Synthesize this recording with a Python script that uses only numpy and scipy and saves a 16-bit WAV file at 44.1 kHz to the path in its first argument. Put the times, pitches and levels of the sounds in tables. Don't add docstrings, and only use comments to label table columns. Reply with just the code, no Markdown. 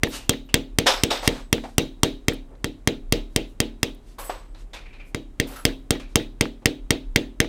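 import sys
import numpy as np
from scipy import signal
from scipy.fft import rfft, irfft, next_fast_len
from scipy.io import wavfile
from scipy.ndimage import uniform_filter1d

SR = 44100
rng = np.random.default_rng(int(sys.argv[2]) if len(sys.argv) > 2 else 0)


def ratio_of_db(decibels):
    return 10 ** (np.asarray(decibels, float) / 20)


def waveform_to_disk(signal):
    frames = np.transpose(np.atleast_2d(signal))
    scaled = np.clip(frames, -1, 1) * 32767
    samples = np.round(scaled).astype(np.int16)
    wavfile.write(sys.argv[1], SR, samples)


N = 330146


def evened(x):
    return x / np.sqrt(np.mean(x ** 2) + 1e-20)


def read(points, hz):
    point_hz, value = np.transpose(points)
    return np.interp(np.log(hz + 1), np.log(point_hz + 1), value)


def add(mix, start_s, sound):
    part = mix[max(round(start_s * SR), 0):][:len(sound)]
    part += sound[:len(part)]


def hiss(size, colour_db):
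    padded = 2 * next_fast_len(size // 2 + 1, True)
    hz = np.fft.rfftfreq(padded, 1 / SR)
    spectrum = rfft(rng.standard_normal(padded)) * ratio_of_db(colour_db(hz))
    return evened(irfft(spectrum, padded)[:size])


def resonate(x, hz, width_hz):
    r = np.exp(-np.pi * width_hz / SR)
    pole = r * np.exp(2j * np.pi * hz / SR)
    return 2 * signal.lfilter([1 - r], [1, -pole], x).real


def fuzzy(drive, hz, width_hz):
    return resonate(drive, hz, width_hz) / np.sqrt(2 * np.pi * width_hz / SR)


# pitch_hz, level_db_per_hz
AIR_COLOUR = [(30, -25.5), (55, -4), (85, 3.5), (125, -1.5), (200, -6), (300, -3), (500, -12.5), (900, -18),
              (1500, -24.5), (3200, -31.5), (5000, -36.5), (8350, -35.5), (14700, -46), (16500, -49.5)]
# time_s, level_db
RUMBLE_LEVEL = [(0.0, -42), (2.73, -46.5), (3.04, -39.5), (4.08, -47.5), (5.9, -42.5), (6.71, -46.5),
                (6.86, -39), (7.49, -41.5)]


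def background():
    air = hiss(N, lambda hz: read(AIR_COLOUR, hz))
    rumble = hiss(N, lambda hz: -40 * abs(np.log2((hz + 1) / 35)) ** 1.5)
    rumble = rumble / uniform_filter1d(rumble ** 2, 3000) ** .08
    rumble_db = np.interp(np.arange(N) / SR, *np.transpose(RUMBLE_LEVEL)) + 4.5
    return ratio_of_db(-53) * air + ratio_of_db(rumble_db) * evened(rumble)


CRACK_TONES = {"dull": [(830, -4, 0.0028), (1223, 0, 0.0015)], "middle": [(1746, -7, 0.0024),
               (2046, 6, 0.0017)], "main": [(2766, -6.5, 0.004), (3185, -8.5, 0.0089), (3603, -3.5, 0.0021),
               (4210, -11, 0.0031), (4864, -4.5, 0.0022), (5450, -5.5, 0.0026), (6050, -4, 0.0024)],
               "bright": [(6645, -3, 0.0036), (7400, 0.5, 0.0021), (8230, -3.5, 0.0034),
               (8985, 4.5, 0.0018), (10230, -8, 0.0013), (11080, -6, 0.0023), (12140, -9.5, 0.0038),
               (14500, -13.5, .003), (16000, -17, .003), (14500, -19, .003)]}


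def crack(db, **group_db):
    luck_db = 1.8
    t = np.arange(600) / SR
    swell = np.where(t < .0011, 1 - t / .0014, -.39 * (t / .0011 - 1))
    rise = (t / .001) ** .85 * np.exp(swell)
    grit = hiss(600, lambda hz: -30 * ((hz < 5000) | (hz > 15800)))
    burst = ratio_of_db(group_db["bright"] - 4.5) * grit * np.exp(-(t / .0036) ** 2)
    for group, tones in CRACK_TONES.items():
        chances = rng.uniform(-1.206, 1, (len(tones), 3))
        for (pitch_hz, tone_db, length_s), (detune, phase, luck) in zip(tones, chances):
            wave = np.sin(2 * np.pi * pitch_hz * (1 + .03 * detune) * t + np.pi * phase)
            level = ratio_of_db(group_db[group] + tone_db + luck_db * luck)
            burst += level * wave * np.exp(-(t / length_s) ** 2)
    return ratio_of_db(db) * rise * burst


# pitch_hz, width_hz, level_db, t60_s
SHANK_RINGS = [(3780, 110, -29, .33), (3350, 200, -35, .33), (6150, 150, -41, .22), (12300, 250, -47, .12)]


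def shank():
    t = np.arange(SR // 3) / SR
    shake = rng.standard_normal(len(t)) * np.clip(t / .0027, 0, 1)
    out = np.zeros(len(t))
    for pitch_hz, width_hz, level_db, t60_s in SHANK_RINGS:
        out += ratio_of_db(level_db - 60 * t / t60_s) * fuzzy(shake, pitch_hz, width_hz)
    return out


# pitch_hz, level_db, t60_s
BENCH_MODES = [(36, -3.5, 0.11), (70, -21, 0.22), (100, -16.5, 0.6), (118, -17, 0.64), (155.1, 0.5, 0.26),
               (227, -12, 0.13), (229, -3.5, 0.8), (265.9, 3, 0.43), (302, 1, .35), (328.1, -3, 0.4),
               (380, -5, 0.4), (393, -5, 0.14), (411, -3, 0.34), (478, 2, 0.12), (471.9, 0, 0.18),
               (558, -9, 0.15), (510, -20.5, 0.083), (587, -12.5, 0.22), (642, -4, 0.2), (715, -16.5, 0.11),
               (780, -7, .12), (850, -13, 0.25), (814.4, -12, 0.12), (900, -21, 0.05)]


def bench_modes():
    t = np.arange(SR // 2) / SR
    return np.array([ratio_of_db(level_db - 60 * t / min(t60_s, .48)) * np.sin(2 * np.pi * pitch_hz * t)
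                     for pitch_hz, level_db, t60_s in BENCH_MODES])


# delay_s, level_db
PUSH_ECHOES = [
    (.0078, -11),
    (.0275, -17),
]


def thump(ringing):
    t = np.arange(SR // 2) / SR
    push = -np.sin(np.pi * np.clip((t - .0004) / .0023, 0, 1)) ** 2
    rebound = .2 * np.sin(np.pi * np.clip((t - .0022) / .0062, 0, 1)) ** .5
    humps = .36 * np.exp(-((t - .0033) / .0007) ** 2)
    humps += .1 * np.exp(-((t - .0053) / .0005) ** 2)
    humps += .22 * np.exp(-((t - .0074) / .0006) ** 2)
    out = push + rebound + humps - ratio_of_db(-23.5) * ringing * (1 - np.exp(-t / .0064))
    for delay_s, level_db in PUSH_ECHOES:
        add(out, delay_s, ratio_of_db(level_db) * push[:300])
    return out


# pitch_hz, level_db
BOOM_COLOUR = [(60, -15.5), (150, -1.5), (260, 0), (450, -1), (620, -8), (900, -27), (1500, -51.5)]


def boom():
    t = np.arange(SR // 2) / SR
    fade = ratio_of_db(-60 * t / .25) * np.clip((t - .006) / .004, 0, 1)
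    return hiss(len(t), lambda hz: read(BOOM_COLOUR, hz)) * fade


# pitch_hz, t60_s
ROOM_T60 = [(200, 0.72), (1000, 0.24), (3000, 0.26), (8000, 0.24), (16000, 0.36)]
# pitch_hz, level_db
ROOM_TONE = [(300, -10.5), (700, 2), (1400, 0.5), (2300, 7.5), (3600, 9.5), (5000, -2), (8000, -10.5),
             (12000, -26), (16000, -21.5)]


def workshop(middle_db):
    patchy_db = 2.5
    taps = np.zeros(SR // 2)
    at = np.arange(0, len(taps) - 10, 10) + rng.integers(0, 10, (len(taps) - 1) // 10)
    taps[at] = rng.choice([-1., 1.], at.shape)
    hz, t, z = signal.stft(taps, SR, nperseg=256)
    colour_db = read(ROOM_TONE, hz) + .21 * (middle_db + 16) * np.exp(-((hz - 2100) / 600) ** 2)
    patches = uniform_filter1d(rng.standard_normal(z.shape), size=4, axis=0)
    patches = evened(uniform_filter1d(patches, size=9, axis=1))
    decay_db = -60 * t / read(ROOM_T60, hz)[:, None]
    z = z * ratio_of_db(colour_db[:, None] + patchy_db * patches + decay_db)
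    tail = signal.istft(z, SR, nperseg=256)[1]
    late_s = np.arange(len(tail)) / SR
    tail = tail * np.clip(late_s / .011, 0, 1) ** 1.5
    tail = tail * (1 + .4 * np.exp(-((late_s - .0135) / .004) ** 2))
    return tail / np.sqrt(np.mean(tail[:4410] ** 2))


# delay_s, level_db
NEAR_ECHOES = [
    (.0036, -12.5),
    (0.0098, -17),
    (0.013, -23.5),
]
BLOWS = [(0.0345, -6, -21.5, 5, -4.5), (0.2945, -0.5, -21, -6.5, -4), (0.5427, 1, -20, 2, -11),
         (0.7867, -3, -20.5, 0, -7), (1.036, -3, -21, -2.5, -6), (1.277, -2.5, -19.5, 1, -4.5),
         (1.5287, -3, -20, -1, -5.5), (1.7822, -2, -19, -2.5, -1.5), (2.0335, -2, -19, -5, -1),
         (2.2835, -6.5, -20.5, 3.5, -6.5), (2.6443, -13, -27, 1, -3), (2.8748, -6, -20, 2.5, -6.5),
         (3.1245, -4, -20, -1.5, -2.5), (3.362, -4.5, -21.5, -2.5, -8.5), (3.6033, -5, -22.5, -3, -6),
         (3.8311, -4.5, -24.5, 0, -5),
         (5.1473, -18.5, -28.5, 6.5, 1),
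    (5.4001, -6.5, -23, 5.5, -20),
    (5.6529, -2, -20.5, -0.5, -5),
    (5.9074, -4.5, -20.5, -4.5, -5),
    (6.1574, -2, -19, -3, -5.5),
    (6.4104, -3.5, -20.5, 4.5, -10),
    (6.658, -2, -20, 4, -8.5),
    (6.9069, -3, -20.5, 5.5, -8.5),
    (7.1606, -1.5, -20, 6, -10),
    (7.4031, -2.5, -20.5, 4, -10),
]


def mallet():
    usual_weight_db, usual_grip_db = -17, -6
    bench_luck_db = 2.5
    rock_hz, rock_rise_s, rock_t60_s = 36, .02, .4
    out, t = np.zeros(N), np.arange(SR // 3) / SR
    modes, wash = bench_modes(), ratio_of_db(-17.5) * boom()
    rocking = ratio_of_db(-6 - 60 * t / rock_t60_s) * (1 - np.exp(-t / rock_rise_s))
    for start_s, crack_db, thump_db, slant_db, grip_db in BLOWS:
        weight_db = thump_db - crack_db - usual_weight_db
        dull_db = -19.5 - .3 * slant_db + .65 * weight_db + .6 * max(grip_db - usual_grip_db, -5)
        middle_db = -15 + slant_db + .38 * weight_db
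        bright_db = -13 - .22 * slant_db

        top = crack(crack_db - 6, dull=dull_db + 11.5, middle=middle_db + 8.5,
                    main=-2.5, bright=bright_db + 3)
        add(out, start_s - .00075, top)
        for delay_s, echo_db in NEAR_ECHOES:
            add(out, start_s + delay_s, ratio_of_db(echo_db) * uniform_filter1d(top, size=4))
        add(out, start_s, ratio_of_db(crack_db + grip_db) * shank())

        ringing = ratio_of_db(bench_luck_db * rng.standard_normal(len(modes))) @ modes
        low = thump(ringing) + wash + ratio_of_db(-28.5) * boom()
        add(out, start_s - .0006, ratio_of_db(thump_db + 14) * low)
        rock = np.sin(2 * np.pi * rock_hz * rng.uniform(.9, .95) * t)
        add(out, start_s, ratio_of_db(thump_db - 7.5) * rocking * rock)
        add(out, start_s, ratio_of_db(.5 * (crack_db + thump_db) - 27) * workshop(middle_db))
    return out


# pitch_hz, level_db_per_hz
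CLATTER_COLOUR = [(120, -53), (200, -23.5), (538, -1.5), (601, -4.5), (791, -4), (2210, -7), (4120, -7.5),
                  (8420, -15), (14900, -28.5), (16000, -70.5)]


def tilted(tilt_db):
    return lambda hz: read(CLATTER_COLOUR, hz) + tilt_db * np.log2((hz + 100) / 3000)


KNOCKED_THINGS = {"bounce": (-4, 1850, 13), "tools": (-1, 3600, 7), "box": (-5, 760, 10),
                  "tray": (-3.4, 1080, 2.7), "cup": (4, 1325, 24), "tin": (-3, 2390, 28),
                  "peg": (-4, 4050, 11), "jar": (-1.2, 2430, 10), "lid": (-2, 2850, 14),
                  "pins": (19, 11000, 3), "keys": (18, 2500, 0.1), "rail": (-1.5, 5300, 8)}
BENCH_TICKS = {"bounce": [(.070, -26.5, .034), (.333, -25.5, .028), (1.580, -29, .03), (2.322, -33, .03),
               (5.690, -35, .04), (5.950, -35, 0.09), (6.197, -35.5, .04), (6.455, -28.5, .022),
               (6.950, -35, .03), (7.445, -30, .03)], "pins": [(2.335, -41, .021), (2.343, -40, 0.019),
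               (3.896, -56, .022), (3.948, -49, 0.026)]}
FAR_KNOCKS = {"tools": [(.865, -12, 0.26), (1.103, -21.5, 0.37), (4.732, -37.5, .31)],
              "peg": [(2.552, -52, .03), (4.546, -48, 0.21), (4.930, -53, 0.29)], "box": [(.860, -15, 0.19),
              (1.110, -19.5, .15), (1.226, -27.5, 0.34), (1.637, -30.5, 0.19), (4.295, -24, 0.094),
              (6.620, -50.5, 0.19)], "tray": [(4.182, -35.5, .54), (4.297, -32.5, 0.33)],
              "cup": [(.935, -26.5, 0.14), (5.557, -40, 0.32)], "tin": [(4.855, -45.5, .32),
              (4.927, -47, .4), (4.995, -45, 0.32)], "lid": [(.129, -37.5, 0.41), (.489, -45.5, .22)],
              "jar": [(4.744, -40, 0.4), (5.996, -41, 0.31)], "keys": [(4.184, -41, .6), (4.241, -42, .4),
              (5.469, -45.5, .95)], "rail": [(.868, -17, 0.42), (1.106, -26, .4)]}


def knocks():
    out = np.zeros(N)
    lowpass = signal.butter(2, 6000, fs=SR)
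    for thing, rows in (BENCH_TICKS | FAR_KNOCKS).items():
        tilt_db, body_hz, body_db = KNOCKED_THINGS[thing]
        t = np.arange(SR // 2 if thing in FAR_KNOCKS else SR // 8) / SR
        for start_s, level_db, t60_s in rows:
            wash = hiss(len(t), tilted(tilt_db))
            body = resonate(wash, body_hz, 60 + .08 * body_hz)
            wash = evened(wash + ratio_of_db(body_db) * body)
            dull = signal.lfilter(*lowpass, wash)
            wash = dull + (wash - dull) * ratio_of_db(-25 * t / t60_s)
            lumps_db = 1.2 * evened(uniform_filter1d(rng.standard_normal(len(t)), 260))
            rise = 1 - np.exp(-t / min(.004, .0069 * t60_s))
            add(out, start_s, ratio_of_db(level_db + lumps_db - 60 * t / t60_s) * rise * wash)
    return out


# middle_s, level_db, half_length_s, tilt_db_per_octave
SLIDE_EVENTS = [(0.095, -48, 0.017, 32), (0.152, -35, 0.037, 3), (0.187, -46.5, 0.064, 2),
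                (1.261, -33.5, 0.03, 1), (1.352, -41, 0.072, -2), (1.666, -56.5, 0.074, 2.5),
                (2.532, -50, 0.039, -13), (3.342, -68.5, .04, 7), (3.501, -66.5, 0.04, 11),
                (4.102, -60, 0.051, 3), (4.361, -51, 0.084, -3), (4.605, -57.5, 0.036, 1.5),
                (5.085, -64, 0.031, 10), (5.53, -43.5, 0.085, -3.5), (6.115, -61.5, 0.035, 1)]


def slides():
    out, t = np.zeros(N), np.arange(N) / SR
    for middle_s, level_db, half_s, tilt_db in SLIDE_EVENTS:
        near = slice(max(round((middle_s - .25) * SR), 0), round((middle_s + .25) * SR))
        swell = np.exp(-((t[near] - middle_s) / half_s) ** 2)
        out[near] += ratio_of_db(level_db) * swell * hiss(len(swell), tilted(tilt_db))
    return out


# pitch_hz, width_hz, level_db
RACK_PAIRS = [
    [(8010, 16, 0), (8240, 40, -14)],
    [(11110, 25, 0), (11215, 25, -1)],
    [(14220, 40, -4), (14360, 40, 0)],
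]
RING_LASTING = (1.2, .7, .6)
# start_s, t60_s, low_db, middle_db, high_db
RACK_JANGLES = [
    (.25, .2, -95.5, -84, -62),
    (.45, .2, -90, -82, -60),
    (.865, 0.73, -43, -43, -44),
    (1.105, .9, -47, -84, -46),
    (1.23, .8, -63, -75, -56),
    (4.19, 0.4, -46, -43, -48),
    (4.24, 0.29, -43, -44, -54),
    (4.3, 0.69, -61, -81, -80.5),
    (5.475, .4, -56, -62, -68),
    (5.557, .5, -60, -45, -53),
]


def rack():
    out, t = np.zeros(N), np.arange(SR * 3 // 5) / SR
    for start_s, t60_s, *levels_db in RACK_JANGLES:
        rattle = rng.standard_normal(len(t)) * np.clip(t / .0061, 0, 1)
        for level_db, lasting, pair in zip(levels_db, RING_LASTING, RACK_PAIRS):
            fading = rattle * ratio_of_db(level_db - 60 * t / (t60_s * lasting))
            for pitch_hz, width_hz, tone_db in pair:
                add(out, start_s, ratio_of_db(tone_db) * fuzzy(fading, pitch_hz, width_hz))
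    return out


def scene():
    return (background() + mallet() + knocks() + slides() + rack())[None]


def band_limit(x):
    return signal.sosfilt(signal.butter(12, 16810, fs=SR, output="sos"), x)


def record(dry):
    edge = signal.firwin(191, 16300, window=("kaiser", 8), fs=SR)
    limited = signal.oaconvolve(np.clip(dry, -.95, .95), edge[None], "same")
    return band_limit(limited)


dry = scene()
out = record(dry)
waveform_to_disk(out)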